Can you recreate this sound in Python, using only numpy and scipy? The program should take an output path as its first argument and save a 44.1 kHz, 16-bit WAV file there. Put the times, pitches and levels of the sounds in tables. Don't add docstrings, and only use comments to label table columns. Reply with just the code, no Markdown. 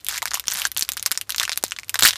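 import sys
import numpy as np
from scipy import signal
from scipy.fft import rfft, irfft
from scipy.io import wavfile
from scipy.ndimage import uniform_filter1d

SR = 44100
rng = np.random.default_rng(int(sys.argv[2]) if len(sys.argv) > 2 else 0)


def convert_level_to_amplitude(level_db):
    exponent = np.asarray(level_db, float) / 20
    return 10 ** exponent


def digitize_waveform(pressure):
    field = np.atleast_2d(pressure).T
    bounded = np.clip(field, -1, 1)
    quanta = np.round(bounded * 32767).astype(np.int16)
    wavfile.write(sys.argv[1], SR, quanta)


N = 96049

# centre in Hz, width in Hz, level in dB.
ENGINE_MODES = [(59.6, 8.9, -61), (100.6, 14.5, -61)]
# frequency in Hz, density in dB per Hz.
AIR_SPECTRUM = [(130, -8.5), (1000, -16), (14000, -24.5)]
# frequency in Hz, t60 in seconds.
CABIN_DECAY = [(600, 0.052), (2500, 0.042), (11000, 0.036)]
# start in seconds, peak in dB, pitch in
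# Hz, t60 in seconds.
AIR_POPS = [
    (1.6383, -5, 720, .004),
    (.553, -35, 165, .06),
    (1.1158, -24, 300, .006),
    (.8241, -27, 300, .008),
]
# start in seconds, peak in dB, pitch in Hz, t60 in seconds.
PANEL_RINGS = [
    (.3725, -24, 1000, .012),
    (.6528, -8, 1600, .02),
    (.0856, -11, 3300, .007),
    (1.0608, -11, 1150, .006),
]
# frequency in Hz, level in dB.
FILM_COLOUR = [(700, -4), (1500, -0.5), (4500, 4.5), (9000, -8), (14000, -3.5)]
# start in seconds, length in seconds, level in dB.
RUBS = [
    (-.02, 0.035, -53),
    (0.09, 0.1, -37),
    (0.342, 0.04, -38),
    (0.497, 0.056, -38),
    (0.564, 0.108, -33),
    (1.402, 0.052, -38),
    (1.642, 0.055, -55),
    (2.033, 0.063, -23),
    (2.154, 0.016, -42),
]
# start in seconds, peak in dB, ring in Hz, brightness in dB.
CREASES = [(0.0464, -20, 13100, 19), (0.0495, -35, 13220, 11), (0.0665, -18, 3600, 8.5),
           (0.0858, -8, 10560, 15), (0.0927, -16, 7140, 2), (0.109, -27, 1700, -8),
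           (0.1129, -22.5, 6370, -20), (0.1251, -21.5, 1500, 2), (0.1324, -26, 1790, -7),
           (0.1441, -23, 4260, -30), (0.1523, -26, 2330, -5), (0.1595, -21.5, 1640, 3),
           (0.1673, -25, 4690, -13), (0.1715, -21, 3600, -43), (0.1786, -17, 6290, -3),
           (0.1818, -19.5, 2390, -2), (0.2204, -17, 1870, -10), (0.2272, -14, 990, -1),
           (0.2562, -12, 1620, 1), (0.2658, -23, 9000, -4), (0.2752, -21.5, 1760, -24),
           (0.2805, -21, 4270, 2), (0.3073, -34.5, 5140, 3), (0.3095, -20, 4470, -7),
           (0.3162, -20, 1450, -33), (0.3356, -19.5, 5400, -24), (0.3426, -12, 5640, -32.5),
           (0.346, -13, 6700, 26), (0.3535, -17.5, 3030, -12), (0.3727, -24, 1080, 0),
           (0.3972, -12, 7800, 6.5), (0.4401, -33.5, 1500, -15), (0.456, -35, 3280, -26),
           (0.4682, -34, 3720, 8), (0.4717, -22.5, 8910, -8), (0.4821, -6.5, 5540, -9.5),
           (0.5015, -21, 5660, -19), (0.511, -18, 5900, 15), (0.5171, -18, 6200, -16),
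           (0.5204, -18.5, 6500, -12), (0.5225, -17.5, 5800, -17), (0.5281, -35, 7540, 5),
           (0.5359, -15, 7580, 22), (0.5425, -18, 13800, 10), (0.5518, -21, 2470, -35),
           (0.5576, -19.5, 5400, -28), (0.5668, -33, 7540, -3), (0.5725, -19, 7300, -11),
           (0.5839, -23, 11930, -21), (0.5882, -18, 13390, 2),
           (0.5977, -18, 7300, -9), (0.6187, -13.5, 2880, -2), (0.624, -33, 7750, -3),
                (0.6524, -10, 5700, -13), (0.6712, -17, 12600, 20), (0.7171, -18, 13700, 2),
                (0.7473, -35, 11540, 11), (0.766, -16.5, 3300, -20), (0.7694, -29, 2660, -13),
                (0.774, -10.5, 13800, 12), (0.7813, -14.5, 4350, -2), (0.7941, -10.5, 10900, 20),
                (0.8104, -13, 5700, -1), (0.8239, -8, 4400, -15), (0.829, -15, 4130, 22),
                (0.8498, -28.5, 4260, 0), (0.8797, -43, 1460, -18), (0.8824, -38, 4520, -14),
                (0.8901, -11, 12500, -9), (0.893, -25, 10160, 17), (0.9193, -14.5, 6700, 2),
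                (0.9347, -23, 6760, 4), (0.9695, -16.5, 1580, 10), (0.9745, -19, 9300, -5),
                (0.977, -25, 4010, -3), (0.9963, -20.5, 6540, -8), (1.027, -13.5, 10700, 10),
                (1.0553, -31, 4180, 2), (1.0613, -5, 5350, -17.5), (1.0638, -9.5, 7000, 25),
                (1.11, -21.5, 1480, -6), (1.116, -7.5, 12900, -4), (1.1222, -15, 6450, -12),
                (1.1462, -29, 5640, 3), (1.1531, -29.5, 1760, -26), (1.1575, -36, 2840, -12),
                (1.1593, -33, 4390, -2), (1.1755, -11, 5900, -10), (1.1773, -49, 5860, 2),
                (1.213, -14.5, 2900, 10.5), (1.2164, -33.5, 8600, -21), (1.2726, -53, 1510, -28),
                (1.2944, -16, 1520, 9), (1.2983, -20.5, 10500, -4), (1.3044, -12.5, 3560, 12),
                (1.322, -17.5, 4030, 2), (1.3464, -18.5, 2700, -36), (1.3616, -17.5, 6300, 5),
                (1.3808, -29, 3270, 1), (1.3827, -10.5, 3940, 1),
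           (1.3984, -6.5, 3330, -4), (1.408, -19.5, 1200, -15), (1.4152, -17.5, 1890, -34),
                (1.4253, -28, 1810, -28), (1.4311, -13, 3840, 5), (1.4343, -15.5, 1790, -13),
                (1.4528, -16.5, 2860, -7), (1.4786, -20.5, 1540, -45), (1.4945, -13, 2600, -28),
                (1.5183, -15, 3640, -35), (1.525, -18, 4240, -14), (1.5309, -17, 4040, -7),
                (1.5593, -29.5, 8700, -15), (1.5705, -36, 3700, 1), (1.5752, -9.5, 12900, -1),
                (1.613, -48, 5120, -4), (1.6275, -29, 6550, -6), (1.6387, -6, 6600, 5.5),
                (1.6496, -23, 5000, -2), (1.6646, -27.5, 3960, -8), (1.6816, -29, 6100, -3),
                (1.699, -38, 6500, 2), (1.7093, -23, 5570, -4), (1.7202, -15, 2710, -30),
                (1.7642, -26.5, 3040, -27), (1.7668, -35.5, 5500, -15), (1.7876, -19.5, 2130, -11),
                (1.7972, -28.5, 6150, -3), (1.8332, -29, 2120, -34), (1.8456, -37, 7200, -4),
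                (1.8782, -61, 7760, 23), (1.883, -34.5, 12800, -10), (1.8945, -13, 3300, 14),
                (1.8984, -22, 3500, 20), (1.941, -30, 7020, 1), (1.9435, -8.5, 1400, 2.5),
                (1.9565, -14, 3420, -38), (1.961, -25, 4160, -11), (1.9764, -40, 1210, -18),
                (1.991, -10.5, 7550, -20), (1.9948, -10.5, 10000, -16), (2.0081, -13, 13800, -4),
                (2.0193, -27, 13870, -21), (2.0237, -3, 4220, -30.5), (2.026, -8, 3270, -6),
                (2.033, -0.5, 4130, 1), (2.0354, -10, 4260, -32), (2.0424, -8, 6640, -16),
                (2.0511, 2, 1590, 4.5), (2.0551, -2, 3960, 14),
           (2.0595, -6.5, 1940, -10), (2.065, -27, 7020, -8), (2.0689, -6, 2870, -18),
                   (2.0744, -16, 3900, -16), (2.0755, -0.5, 7540, 10), (2.0855, -9, 5100, 2),
                   (2.0872, -7, 3530, -10), (2.0932, -29, 3750, -7), (2.108, -11.5, 3780, -3),
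                   (2.1303, -22.5, 2850, -10), (2.1339, -21.5, 3280, -36), (2.1579, -22, 3030, -31),
                   (2.1767, -25.5, 3120, -5)]

AIR_DB, FLOOR_FOLLOWS_DB_PER_DB = -56, 0.25
CABIN_DB, CABIN_DELAY_S, CABIN_RISE_S = -11.5, 0.0023, 0.0002
FOLDS_PER_S, FOLD_SPREAD_DB, FOLD_RING_CYCLES, CLUMP_DB = 4000, 4.0, 5.0, 3.0
RUB_RISE_S, REST_DB = 0.006, -75.0
SETTLE_DB, SETTLE_S = -39, 0.013
SPOTS = 5
BUCKLE_S, RING_CYCLES, SNAP_DB = 0.00025, 6.4, 3
FLUTTER_GAIN, FLUTTER_S = 0.22, 0.0004
SHEET_HZ, SHEET_WIDTH_HZ, SHEET_DB = 1706, 980, -12.5
EDGE_HZ, EDGE_DB, BROAD_DB = 7470, 3, 0
STIFF_HZ, PUSH_HZ, PUSH_DB = 444, 350, -39
POP_LOW_CUT_HZ, MIC_TOP_HZ = 230, 15900


def rms_one(x):
    return x / np.sqrt(np.mean(x ** 2) + 1e-20)


def at_hz(points, hz):
    points = np.array(points)
    return np.interp(np.log(hz), np.log(points[:, 0]), points[:, 1])


def drift(rate_hz):
    r = np.exp(-2 * np.pi * rate_hz / SR)
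    wander = signal.lfilter([1], [1, -2 * r, r * r], rng.standard_normal(N + 8000))
    return rms_one(wander[8000:])


def resonate(x, hz, width_hz):
    r = np.exp(-np.pi * width_hz / SR)
    poles = [1, -2 * r * np.cos(2 * np.pi * hz / SR), r * r]
    return signal.lfilter([(1 - r * r) / 2, 0, (r * r - 1) / 2], poles, x)


def cut(x, hz, kind, order=2):
    return signal.sosfilt(signal.butter(order, hz, kind, fs=SR, output="sos"), x)


def engine():
    rumble = np.zeros(N)
    for hz, width_hz, db in ENGINE_MODES:
        mode = resonate(rng.standard_normal(N), hz, width_hz)
        rumble += convert_level_to_amplitude(db) * rms_one(resonate(mode, hz, 2 * width_hz))
    return rumble


def air():
    hz = np.maximum(np.arange(N // 2 + 1) * SR / N, 1)
    hush = irfft(rfft(rng.standard_normal(N)) * convert_level_to_amplitude(at_hz(AIR_SPECTRUM, hz)), N)
    return convert_level_to_amplitude(AIR_DB) * rms_one(cut(hush, 49, "high"))


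def cabin(x):
    t = np.arange(SR // 6) / SR
    edges_hz = 250 * 2 ** np.arange(0, 6.4, 0.5)
    late_s = np.clip(t - CABIN_DELAY_S, 0, 1)
    white = rng.standard_normal((2, len(t)))
    tail = np.zeros(len(t))
    for k, (low_hz, high_hz) in enumerate(zip(edges_hz, edges_hz[1:])):
        band = cut(white[k % 2], [low_hz, high_hz], "band")
        t60_s = at_hz(CABIN_DECAY, np.sqrt(low_hz * high_hz))
        tail += band * convert_level_to_amplitude(-60 * late_s / t60_s)
    tail *= 1 - np.exp(-late_s / CABIN_RISE_S)
    return convert_level_to_amplitude(CABIN_DB) * signal.fftconvolve(x, tail / np.sqrt(np.sum(tail ** 2)))[:N]


def decaying_cycles(rows):
    t = np.arange(N) / SR
    out = np.zeros(N)
    for start_s, db, hz, t60_s in rows:
        age_s = t - start_s
        decay = convert_level_to_amplitude(-60 * np.clip(age_s, 0, 1) / t60_s)
        out += convert_level_to_amplitude(db) * np.sin(2 * np.pi * hz * age_s) * decay * (age_s > 0)
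    return out


def air_pops():
    return cut(decaying_cycles(AIR_POPS), POP_LOW_CUT_HZ, "high")


def panels():
    return cut(decaying_cycles(PANEL_RINGS), 2 * STIFF_HZ, "high", order=4)


def unrest(snapped):
    decay = np.exp(-1 / (SETTLE_S * SR))
    return convert_level_to_amplitude(SETTLE_DB) * signal.lfilter([0.1], [1, -decay], np.abs(snapped))


def crackle(settling):
    t = np.arange(N) / SR
    effort = convert_level_to_amplitude(REST_DB) + settling
    for start_s, long_s, db in RUBS:
        inside_s = np.minimum(t - start_s, start_s + long_s - t)
        effort = effort + convert_level_to_amplitude(db) * np.clip(inside_s / RUB_RISE_S + 0.5, 0, 1)
    sizes = convert_level_to_amplitude(FOLD_SPREAD_DB * np.minimum(rng.exponential(1, N), 2.8)) * rng.choice([-1, 1], N)
    born = rng.random(N) < FOLDS_PER_S * convert_level_to_amplitude(CLUMP_DB * drift(90)) / SR
    pitches_hz = np.geomspace(700, 14500, 22)
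    pitch_index = rng.integers(0, 22, N)
    folds = np.zeros(N)
    for k, hz in enumerate(pitches_hz):
        clicks = sizes * born * (pitch_index == k) + 1e-18
        ring = resonate(resonate(clicks, hz, 2 * hz / FOLD_RING_CYCLES), hz, hz)
        folds += convert_level_to_amplitude(at_hz(FILM_COLOUR, hz)) * rms_one(ring) * np.sqrt(hz)
    return effort * rms_one(folds)


def snap(db, ring_hz, bright_db):
    t = np.arange(512) / SR
    burst = FLUTTER_GAIN * rng.standard_normal(len(t)) * t / FLUTTER_S * np.exp(1 - t / FLUTTER_S)
    burst[int(BUCKLE_S * SR)] += 2
    ring = rms_one(resonate(resonate(burst, ring_hz, 2 * ring_hz / RING_CYCLES), ring_hz, ring_hz))
    sheet = rms_one(resonate(burst, SHEET_HZ, SHEET_WIDTH_HZ))
    edge = rms_one(cut(burst, EDGE_HZ, "high", order=4))
    broad = rms_one(cut(cut(burst, 2610, "high"), EDGE_HZ, "low"))
    push = rms_one(cut(t / BUCKLE_S * np.exp(1 - t / BUCKLE_S), PUSH_HZ, "low"))
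    film = ring + convert_level_to_amplitude(SHEET_DB - bright_db / 2) * sheet
    film = film + convert_level_to_amplitude(EDGE_DB + bright_db / 2) * edge + convert_level_to_amplitude(BROAD_DB) * broad
    whole = cut(film, STIFF_HZ, "high") + convert_level_to_amplitude(PUSH_DB + db) * push
    peak_rms = np.sqrt(uniform_filter1d(whole ** 2, size=22).max())
    return convert_level_to_amplitude(db + SNAP_DB) * whole / peak_rms


def snaps():
    rows = CREASES
    out = np.zeros((SPOTS, N + SR))
    for k, (start_s, db, ring_hz, bright_db) in enumerate(rows):
        one = snap(db, ring_hz, bright_db)
        i = int((start_s - BUCKLE_S) * SR)
        out[k % SPOTS, i:i + len(one)] += one
    return out[:, :N]


def scene():
    spots = snaps()
    spots[0] += crackle(unrest(spots.sum(axis=0)))
    spots[1] += panels()
    packet = sum(x + cabin(x) for x in spots)
    busy_db = 10 * np.log10(uniform_filter1d(packet ** 2, size=2600) + 1e-9) + 30
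    background = convert_level_to_amplitude(FLOOR_FOLLOWS_DB_PER_DB * busy_db) * (engine() + air())
    return (packet + air_pops() + background)[None]


def top_cut(x):
    return signal.sosfilt(signal.butter(12, 16390, fs=SR, output="sos"), x)


def record(dry):
    dull = signal.sosfilt(signal.cheby2(10, 55, MIC_TOP_HZ, fs=SR, output="sos"), dry)
    return top_cut(np.clip(dull, -1, 1))


dry = scene()
out = record(dry)
digitize_waveform(out)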